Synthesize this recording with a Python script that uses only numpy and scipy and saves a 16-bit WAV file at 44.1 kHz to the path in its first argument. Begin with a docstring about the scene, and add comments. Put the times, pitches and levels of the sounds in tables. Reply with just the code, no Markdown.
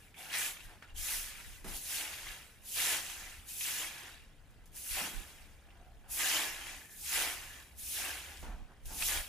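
"""A stiff grass broom sweeps dry leaves and grit over bare dirt, a few steps from two microphone ports.
Dense ticks and noise make the bristles hiss; leaves rattle as knocked resonances; soil drags in low scrapes.
Twig snaps, narrow scrapes, dull thuds and one brief swelling pip punctuate the strokes.
Lumpy low noise is light wind at the ports; shaped noise is a quiet yard; a wavering low hum swells far away."""
import sys
import numpy as np
from scipy import signal
from scipy.fft import rfft, irfft
from scipy.io import wavfile
from scipy.ndimage import uniform_filter1d

SR = 44100
rng = np.random.default_rng(int(sys.argv[2]) if len(sys.argv) > 2 else 0)


def unload_audio(sound):
    """Save the sound as a 16-bit wav file, at the path given as the first command line argument."""
    columns = np.transpose(np.atleast_2d(sound))
    # keep every value between -1 and 1, then stretch to whole-number steps
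    steps = np.round(np.clip(columns, -1, 1) * 32767)
    wavfile.write(sys.argv[1], SR, steps.astype(np.int16))


N = 409248

# Broom strokes: the tips land, skim, are pushed hard, ease off, trail along and lift.
# (touch [s], skim [s], rise [s], hold [s], ease [s], lift after touch [s], dying [dB/s], skim level [dB],
#  level at end of push [dB], trail level [dB], last level [dB], skimming sizzle [dB], pushed sizzle [dB])
STROKES = [(0.143, .17, 0.074, 0.082, 0.11, 0.64, 90, -54.5, -39, -60.5, -73, 1.5, 0),
           (0.943, .036, .15, 0.032, 0.19, .63, 150, -43.5, -39, -56, -58.5, -1.5, 0.5),
           (1.636, .185, 0.14, .02, .08, 0.71, 77, -48, -38.5, -45.5, -53.5, 1.2, -2),
           (2.612, 0.055, .15, 0.11, 0.088, 0.72, 114, -52, -34, -44, -54, 3, -3),
           (3.443, .12, .07, 0.17, 0.11, 0.65, 120, -47, -39.5, -51, -60, 2.5, -1.5),
           (4.718, .13, .10, 0.073, 0.11, 0.73, 69, -49, -40.5, -50.5, -66.5, 3.5, -0.3),
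           (6.08, .036, 0.17, .08, 0.2, 0.66, 105, -45, -34, -49, -50.5, 5, -4.5),
           (6.865, .09, .19, .08, .16, .76, 120, -58, -36, -50, -59.5, 4, -1.5),
           (7.748, 0.056, 0.17, .03, 0.22, 0.68, 135, -50.5, -39.5, -52.5, -58, 4.5, -2),
           (8.826, 0.062, .17, 0.064, .15, .60, 100, -53.5, -36.5, -53.5, -60, .2, 1)]
# The heap each stroke moves, in the same order; leaf and soil levels are reached at the end of the hold.
# (caught after touch [s], rise [s], hold [s], ease [s], leaf level [dB], leaf trail level [dB],
#  leaf last level [dB], soil lag [s], soil level [dB], soil trail level [dB])
HEAPS = [(0.12, 0.071, 0.096, .11, -40, -53.5, -67.5, -0.048, -52, -67),
         (0.0075, 0.13, 0.052, 0.053, -45, -50, -61.5, -0.054, -59.5, -65),
         (0.16, 0.14, 0.1, 0.068, -45, -49, -53.5, .01, -53.5, -58.5),
         (.13, 0.036, 0.16, 0.083, -38, -48.5, -54.5, .01, -47.5, -59),
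         (0.15, 0.055, .20, .07, -45.5, -50, -52, .02, -57.5, -61),
         (.12, .14, .02, .12, -40, -52, -65, .07, -48.5, -58.5),
         (0.072, 0.051, 0.2, .10, -37, -48, -51.5, -0.015, -46, -56.5),
         (.17, .12, .07, .14, -37, -49.5, -59, .03, -45, -58.5),
         (.16, 0.065, .10, 0.12, -43, -50, -61, -.01, -51.5, -59),
         (.21, .06, 0.081, .07, -40, -54, -62, -.005, -47.5, -64.5)]
# Feet shift and leaves topple: (middle [s], length [s], leaf level [dB], soil level [dB], bristle level [dB])
SHUFFLES = [(0.01, 0.29, -65, -85, -68.5), (0.235, 0.18, -53.5, -61, -80), (0.352, 0.061, -37.5, -55, -80),
            (0.65, .06, -75, -72, -61), (0.722, .14, -73, -62, -80), (0.838, .05, -61, -63, -90),
            (0.898, 0.076, -63.5, -69, -90), (1.399, 0.068, -55, -63, -80), (1.715, .15, -53.5, -57, -80),
            (1.765, 0.065, -61, -65, -44.5), (2.303, 0.12, -50, -68, -70), (3.23, 0.18, -67, -64, -70),
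            (3.102, .06, -60, -65, -54), (3.69, .05, -46, -60, -60), (3.82, .07, -48, -52, -60),
            (5.753, 0.33, -74.5, -69.5, -90), (6.1, 0.18, -75, -64.5, -90), (6.686, 0.14, -51, -70, -70),
            (8.32, 0.17, -62, -61, -80), (8.491, 0.17, -75, -57.5, -80), (8.71, .1, -78, -65, -90),
            (8.91, 0.087, -69, -60, -70), (9.02, .14, -53, -63, -70), (9.025, .045, -43, -52, -70)]
# Bristle tips touch down: (time [s], approximate peak level [dB], t60 [s])
TOUCHES = [(0.1424, -62, 0.15), (0.6973, -57, 0.13), (0.9623, -44, 0.15), (1.644, -42, 0.15),
           (3.0994, -36.5, 0.16), (4.5047, -60, 0.15), (4.6573, -51, 0.16), (6.101, -42, 0.15),
           (8.8555, -39, 0.15)]
# Narrow hollow-toned scrapes: (time [s], length [s], level before the fade [dB], pitch [Hz], width [Hz])
SCRAPES = [(0.138, .12, -62.5, 2300, 350), (0.166, .05, -62, 3400, 300), (0.168, 0.16, -62, 765, 120),
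           (0.638, .04, -64, 1900, 120), (0.841, 0.027, -61, 1400, 150), (0.958, .04, -56, 3130, 400),
           (5.76, 0.22, -66, 707, 110), (6.031, 0.069, -68, 745, 110), (6.717, 0.075, -63, 810, 100),
           (6.803, 0.076, -60.5, 1770, 150), (6.875, 0.13, -63.5, 1760, 170), (6.8, 0.13, -69, 2450, 150),
           (7.021, .07, -70, 820, 100), (7.491, 0.18, -62, 1770, 170)]
# Single twig and leaf snaps: (time [s], peak level [dB], pitch [Hz], t60 [s], ring relative to tick [dB])
SNAPS = [(0.143, -49.5, 2170, 0.05, -6), (0.569, -42, 2410, 0.05, -10), (0.606, -41, 2670, 0.05, -9.5),
         (0.696, -53, 1870, 0.05, -8), (0.711, -49, 1960, 0.05, -7), (0.824, -37, 1600, 0.046, -12),
         (1.447, -46, 1980, 0.05, -8), (1.53, -51, 1790, 0.05, -8), (2.008, -31, 2580, 0.05, -6.5),
         (2.132, -36, 2320, 0.05, -6.5), (2.267, -37.5, 1870, 0.05, -6), (3.099, -34, 2520, 0.039, -10),
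         (3.609, -32, 2600, 0.05, -5), (5.705, -54, 2570, 0.055, -8), (6.205, -32, 1910, 0.05, -9),
         (8.373, -37, 5200, 0.03, -19), (9.024, -24, 2750, 0.05, -10.5), (9.087, -30, 2220, 0.042, -8.5)]
# A foot or the broom head lands:
# (time [s], t60 [s], broad scuff level [dB], hollow mode level [dB], low mode level [dB])
THUDS = [(1.644, 0.4, -56, -61, -47.5), (4.968, 0.33, -58, -43.5, -65), (5.01, 1, -68, -73, -53.5),
         (8.427, 0.84, -58, -63, -52), (8.904, 0.69, -66, -58.5, -54.5)]
# Bristle spectrum: (frequency [Hz], relative level [dB])
TIPS_SPECTRUM = [(400, -22), (1500, -25), (2500, -4.5), (4500, -5), (6500, -1), (8900, -2.5), (10500, 1.5),
                 (13000, -4), (15500, -7)]
# How far the sizzle acts on the hiss: (frequency [Hz], share [0-1])
SIZZLE_SHARE = [(6000, 0), (10500, 0.88)]
# Leaf spectrum: (frequency [Hz], relative level [dB])
LEAF_SPECTRUM = [(400, -25), (900, -6.5), (1300, -3.5), (1700, 3.5), (2600, 3), (3300, 0), (4200, -5.5),
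                 (6500, -9), (10000, -10), (15500, -16)]
# Soil spectrum: (frequency [Hz], relative level [dB])
SOIL_SPECTRUM = [(90, -8), (200, -9.5), (330, 3.5), (430, -2), (600, 2), (760, 6.5), (920, 3), (1200, -0.5),
                 (1600, 3.5), (4000, -49)]
# Low rumble at the ports, its uneven level through random lumps: (time [s], mid level [dB])
RUMBLE_LEVEL = [(0.0, -65), (0.59, -68), (0.67, -53), (0.82, -66), (0.95, -47.5), (1.32, -58), (1.76, -51),
                (1.81, -64), (2.19, -63), (2.3, -49), (2.35, -64.5), (3.1, -64), (3.18, -72), (3.2, -56),
                (3.9, -69.5), (4.65, -56), (4.88, -66), (4.91, -51), (5.06, -68), (5.19, -44), (5.25, -62),
                (5.48, -58.5), (8.32, -64), (8.4, -50), (8.66, -49.5), (8.71, -61.5), (9.2, -42.5),
                (9.28, -67)]
# Wind spectrum: (frequency [Hz], relative level [dB])
GUST_SPECTRUM = [(10, -32), (25, 0), (45, -10.5), (80, -21.5), (150, -33), (300, -49), (1000, -88)]
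# Yard spectrum: (frequency [Hz], relative level [dB])
YARD_SPECTRUM = [(47, -40), (80, -2), (307, -13), (343, -17), (446, -15.5), (607, -20), (1010, -43),
                 (7830, -37), (10200, -43), (13000, -55), (15500, -36)]
# Far hum: (time [s], level [dB])
HUM_LEVEL = [(0.0, -70), (0.82, -70.5), (0.95, -54), (1.37, -72), (1.42, -64), (3.15, -71), (3.18, -59.5),
             (3.67, -69.5), (6.15, -64), (6.46, -71.5), (8.63, -55), (8.68, -68), (9.18, -54.5),
             (9.28, -63)]
# Loose stereo spread: (frequency [Hz], side relative to mid [dB])
WIDTH = [(60, -6), (110, -40), (200, -48), (380, -21), (700, -12.5), (1290, -9), (2380, -4), (4400, -4),
         (8120, -4), (15000, -2)]
# Lead of the left port, before it is narrowed in sideways(): (frequency [Hz], phase [rad])
LEAD = [(0, 0), (1290, 0.18), (1810, 0), (3010, 1), (3450, 0.39), (5080, 0.0), (7150, 0.4), (7580, 0.3),
        (15700, 0.1)]

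# Stroke shape: share of the rise and of the ease (in dB) done at half time; loss over the bristles' hold
EARLY, LATE, DROOP_DB = 0.58, 0.42, 1.5
# Landing time; depth below target where a sound starts; heap's dying rate against the bristles'
LAND_S, HUSH_DB, SETTLE = 0.047, 24, 0.82
LEAF_SWELL_DB, SOIL_SWELL_DB = 1.4, 5.5  # the heap grows, so it swells over the hold
SIZZLE_KEEP, TRAIL_DULL_DB = .15, 1.5  # share of the rise that keeps its sizzle; the finest tips lose contact first
# Three layers (bristles, leaves, soil): faint stir between strokes; stir by skimming tips against the skim level
IDLE_DB, NUDGE_DB = (-84, -72, -73.5), (0, -18, -24)
HEEL, SOLE, HOLLOW = (200, 120), (500, 600), (735, 90)  # what a thud rings: (pitch [Hz], width [Hz])
HUM_HZ, YARD_DB = 66.2, -66.5
UNLIKE = .8  # wind's side against its mid
EDGE_HZ = 15520  # upper band limit


def bristles():
    """Thousands of tips slip over the grit: a dense, bright hiss."""
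    hiss = evened(ticks(9000, spread_db=1.0)) + 1.08 * rng.standard_normal(N)
    hiss = patchy(hiss, patchy_db=1.5, frames=6, bins=10)
    hiss = evened(coloured(hiss, TIPS_SPECTRUM))
    share = read(SIZZLE_SHARE, np.fft.rfftfreq(N, 1 / SR))
    finest = irfft(rfft(hiss) * share, N)
    return effort(0) * (hiss + (sizzle() - 1) * finest)


def sizzle():
    """The hiss changes brightness from skim to push: most strokes darken, the second and last brighten."""
    corners = []
    for touch, skim, rise, hold, ease, lift, *_, skim_db, push_db in STROKES:
        pushing = touch + skim
        corners += [(touch, skim_db),
                    (pushing + SIZZLE_KEEP * rise, skim_db),
                    (pushing + rise, push_db),
                    (touch + lift, push_db - TRAIL_DULL_DB)]
    return level(corners)


def touches():
    """The hiss starts abruptly when the tips meet the ground: decaying noise in the bristles' colour."""
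    out, t = np.zeros(N), np.arange(SR // 4) / SR
    puffs = rng.standard_normal((len(TOUCHES), len(t)))
    for (s, db, t60), puff in zip(TOUCHES, puffs):
        add(out, s, .3 * gain_of(db - 60 * t / abs(t60)) * puff)  # .3 brings the noise peaks near the set level
    tips = coloured(out, TIPS_SPECTRUM)
    return tips * np.std(out) / np.std(tips)


def leaves():
    """Each stiff leaf rings at its own pitch whenever it is knocked: half ring briefly, half longer."""
    t, rattle = np.arange(1500) / SR, np.zeros(N)
    knocks = ticks(2600, spread_db=1.5)
    which = rng.integers(0, 36, N)
    for k, hz in enumerate(np.geomspace(700, 12000, 36)):
        cycles = (3.5, 14)[k % 2]  # decay constant in cycles
        ring = np.sin(2 * np.pi * hz * t) * np.exp(-t * hz / cycles)
        ring *= 1 - np.exp(-t / 0.00017)  # soft onset
        ring *= np.sqrt(hz) / np.linalg.norm(ring)
        rattle += signal.oaconvolve(knocks * (which == k), ring)[:N]
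    rustle = evened(rattle) + rng.standard_normal(N)  # rings over a bed of fine rustle
    rustle = patchy(rustle, patchy_db=1.5, frames=5, bins=3)
    return effort(1) * evened(coloured(rustle, LEAF_SPECTRUM))


def drag():
    """Soles and heaped leaves scrape the crumbly soil: sparse ticks over noise, coloured low."""
    scrape = evened(ticks(700, spread_db=1.5)) + 0.89 * rng.standard_normal(N)
    scrape = patchy(scrape, patchy_db=1.0, frames=8, bins=2)
    return effort(2) * evened(coloured(scrape, SOIL_SPECTRUM))


def effort(layer):
    """Level over time of bristles (0), leaves (1) or soil (2): strokes, shuffles and idle stir add in power."""
    t = np.arange(0, N + 64, 64) / SR
    power = gain_of(IDLE_DB[layer]) ** 2 + 0 * t
    for stroke, heap in zip(STROKES, HEAPS):
        corners = stroke_corners(layer, stroke, heap)
        power += gain_of(np.interp(t, *corners.T, left=-150, right=-150)) ** 2
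        if layer:  # skimming tips already stir leaves and soil
            touch, skim_db, caught, rise = stroke[0], stroke[7], heap[0], heap[1]
            nudge_s = touch + np.r_[0, LAND_S, LAND_S + caught + rise]
            power += gain_of(skim_db + NUDGE_DB[layer]) ** 2 * np.interp(t, nudge_s, [0, 1, 1], right=0)
    for s, length, leaf_db, soil_db, tips_db in SHUFFLES:
        bump = np.cos(np.pi * np.clip((t - s) / length, -.5, .5)) ** 2
        power += gain_of((tips_db, leaf_db, soil_db)[layer]) ** 2 * bump
    return np.interp(np.arange(N) / SR, t, np.sqrt(power))


def stroke_corners(layer, stroke, heap):
    """One stroke: bristles, leaves and soil each start at their own time; soil may lead or lag the leaves."""
    touch, skim, rise, hold, ease, lift, dying, skim_db, push_db, trail_db, last_db, *_ = stroke
    caught, up, stay, down, leaf_db, leaf_trail_db, leaf_last_db, lag, soil_db, soil_trail_db = heap
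    end, settling = touch + lift, SETTLE * dying
    if layer == 0:
        landing = [(touch, skim_db - HUSH_DB), (touch + min(LAND_S, skim), skim_db)]
        return np.r_[landing, push(touch + skim, rise, hold, ease, end, dying,
                                   skim_db, push_db, trail_db, last_db, -DROOP_DB)]
    if layer == 1:
        return push(touch + caught, up, stay, down, end, settling,
                    leaf_db - HUSH_DB, leaf_db, leaf_trail_db, leaf_last_db, LEAF_SWELL_DB)
    soil_last_db = soil_trail_db + leaf_last_db - leaf_trail_db  # falls as far as the leaves do
    return push(touch + caught + lag, up - lag, stay, down, end, settling,
                soil_db - HUSH_DB, soil_db, soil_trail_db, soil_last_db, SOIL_SWELL_DB)


def push(start, rise, hold, ease, end, dying, from_db, top_db, trail_db, last_db, swell_db):
    """Corners (time [s], level [dB]) of one effort: rise, hold, ease off, trail until the end, die away."""
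    s = start + np.cumsum(np.abs([0, rise / 2, rise / 2, hold, ease / 2, ease / 2]))
    end = max(end, s[-1])
    reached_db = top_db - swell_db  # level as the hold begins
    half_up_db = from_db + EARLY * (reached_db - from_db)
    half_down_db = top_db + LATE * (trail_db - top_db)
    levels = [from_db, half_up_db, reached_db, top_db, half_down_db, trail_db, last_db, last_db - dying]
    return np.c_[[*s, end, end + 1], levels]


def scrapes():
    """Rubbing noise held in one narrow resonance, quick to start and fading out."""
    out = np.zeros(N)
    rubs = rng.standard_normal((len(SCRAPES), SR // 2))
    for (s, length, db, hz, width), rub in zip(SCRAPES, rubs):
        u = np.arange(round(length * SR)) / (length * SR)
        tone = ringing(ringing(rub, hz, width), hz, width)[-len(u):]
        add(out, s, gain_of(db) * evened(tone) * np.minimum(20 * u, 1) * np.sqrt(1 - u ** 2))
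    return out


def snaps():
    """A dull tick of 1.6 cycles with a short rough ring of resonant noise."""
    out, t = np.zeros(N), np.arange(4000) / SR
    noises = rng.standard_normal((len(SNAPS), len(t)))
    for (s, db, hz, t60, ring_db), noise in zip(SNAPS, noises):
        tick = np.sin(2 * np.pi * hz * t) * np.sin(np.pi * np.minimum(t * hz / 1.6, 1)) ** 2
        ring = ringing(noise, hz, width=410) * gain_of(ring_db - 60 * t / abs(t60))
        add(out, s, gain_of(db) * (tick + ring))
    return out


def pip():
    """A pure 3053 Hz tone swells from -60 dB at 300 dB/s for 0.09 s and stops dead."""
    out, t = np.zeros(N), np.arange(4000) / SR
    add(out, -3, gain_of(-60 + 300 * t) * np.sin(2 * np.pi * 3053 * t))  # starts 3 s before the end
    return out


def thuds():
    """A dull scuff of noise: broad, with a hollow mode and a heavy low one."""
    out, t = np.zeros(N), np.arange(SR // 2) / SR
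    puffs = rng.standard_normal((len(THUDS), len(t)))
    for (s, t60, *parts_db), puff in zip(THUDS, puffs):
        body = sum(gain_of(db) * ringing(puff, *mode) for db, mode in zip(parts_db, (SOLE, HOLLOW, HEEL)))
        add(out, s, gain_of(-60 * t / abs(t60)) * body)
    return out


def scattered(x, t60):
    """Pots, trees and walls throw the sound back; three sets of decaying taps take turns 2.3 times a second."""
    t, out = np.arange(SR // 4) / SR, np.zeros(N)
    taps = rng.standard_normal((3, len(t))) * gain_of(-60 * t / t60) * (t > .004)
    for k, tail in enumerate(taps):
        turn = np.sqrt(2 / 3) * np.cos(2 * np.pi * (2.3 * np.arange(N) / SR + k / 3))
        out += signal.oaconvolve(x * turn, tail / np.linalg.norm(tail))[:N]
    return out


def sideways(x):
    """Grains come from scattered spots, so short waves reach the two ports at loosely related phases."""
    hz, _, z = signal.stft(x, SR, nperseg=256)
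    random_phase = np.exp(2j * np.pi * rng.random(z.shape))
    loose = signal.istft(z * random_phase, nperseg=256)[1][:N]
    lead = .7j * np.tan(read(LEAD, hz) / 2)[:, None]  # .7 narrows the lead
    ahead = signal.istft(z * lead, nperseg=256)[1][:N]
    return coloured(loose * np.std(x) / np.std(loose), WIDTH) + ahead


def wind():
    """Lumpy low pressure noise, largely unrelated at the two ports."""
    a, b, lumps = rng.standard_normal((3, N))
    lumps = gain_of(3.0 * evened(uniform_filter1d(lumps, size=4000)))
    mid, side = (evened(coloured(x, GUST_SPECTRUM) * lumps) for x in (a, b))
    return level(RUMBLE_LEVEL) * np.array([mid + UNLIKE * side, mid - UNLIKE * side])


def yard():
    """The steady far murmur of leaves and air: noise with a fixed spectrum."""
    return gain_of(YARD_DB) * evened(coloured(rng.standard_normal(N), YARD_SPECTRUM))


def hum():
    """A narrow, wavering low tone: slow noise modulates its two quadratures."""
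    waver = rng.standard_normal((2, N))
    for _ in range(2):
        waver = uniform_filter1d(waver, size=1300, axis=1)
    turn = 2 * np.pi * HUM_HZ * np.arange(N) / SR
    return level(HUM_LEVEL) * evened(waver[0] * np.cos(turn) + waver[1] * np.sin(turn))


def ticks(per_s, spread_db):
    """Random clicks; most are small, a few large."""
    chance, size, sign = rng.random((3, N))
    sizes = gain_of(spread_db * np.minimum(-np.log(size + 1e-9), 5))
    return (chance < per_s / SR) * sizes * np.sign(sign - .5)


def patchy(x, patchy_db, frames, bins):
    """Random patches of time and pitch come forward and fall back."""
    z = signal.stft(x, nperseg=512)[2]
    field = rng.standard_normal(z.shape)
    field = uniform_filter1d(uniform_filter1d(field, bins, 0), frames, 1)
    return signal.istft(z * gain_of(patchy_db * evened(field)), nperseg=512)[1][:N]


def ringing(x, hz, width):
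    """Noise through one resonance, at unit RMS."""
    r = np.exp(-np.pi * width / SR)
    return evened(signal.lfilter([1, 0, -1], [1, -2 * r * np.cos(2 * np.pi * hz / SR), r * r], x))


def coloured(x, points):
    """Shapes a sound by a spectrum in dB."""
    return irfft(rfft(x) * gain_of(read(points, np.fft.rfftfreq(N, 1 / SR))), N)


def read(points, hz):
    """Reads a table over log frequency."""
    f, value = np.transpose(points)
    return np.interp(np.log(hz + 1), np.log(f + 1), value)


def level(rows):
    """Gain over time through rows of (time [s], level [dB])."""
    s, db = np.transpose(rows)
    return gain_of(np.interp(np.arange(N) / SR, s, db))


def gain_of(db):
    """Amplitude factor of a level in dB."""
    return 10 ** (np.asarray(db) / 20)


def evened(x):
    """Scales to unit RMS."""
    return x / np.sqrt(np.mean(x ** 2) + 1e-20)


def add(mix, s, sound):
    """Lays a sound into the mix at s seconds; negative s counts from the end."""
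    part = mix[round(s * SR):][:len(sound)]
    part += sound[:len(part)]


def scene():
    """Broom, heap and feet with their echoes, over yard and hum; wind is added at the two ports."""
    near = bristles() + touches() + leaves() + drag() + scrapes() + snaps() + pip() + thuds()
    mid = near + gain_of(-12) * scattered(near, t60=0.1) + yard() + hum()
    side = sideways(mid)
    return np.array([mid + side, mid - side]) + wind()


def record(dry):
    """Limits the band with a steep low-pass."""
    lowpass = signal.firwin(1023, EDGE_HZ, window=("kaiser", 9), fs=SR)
    return signal.oaconvolve(dry, lowpass[None], "same")


dry = scene()
out = record(dry)
unload_audio(out)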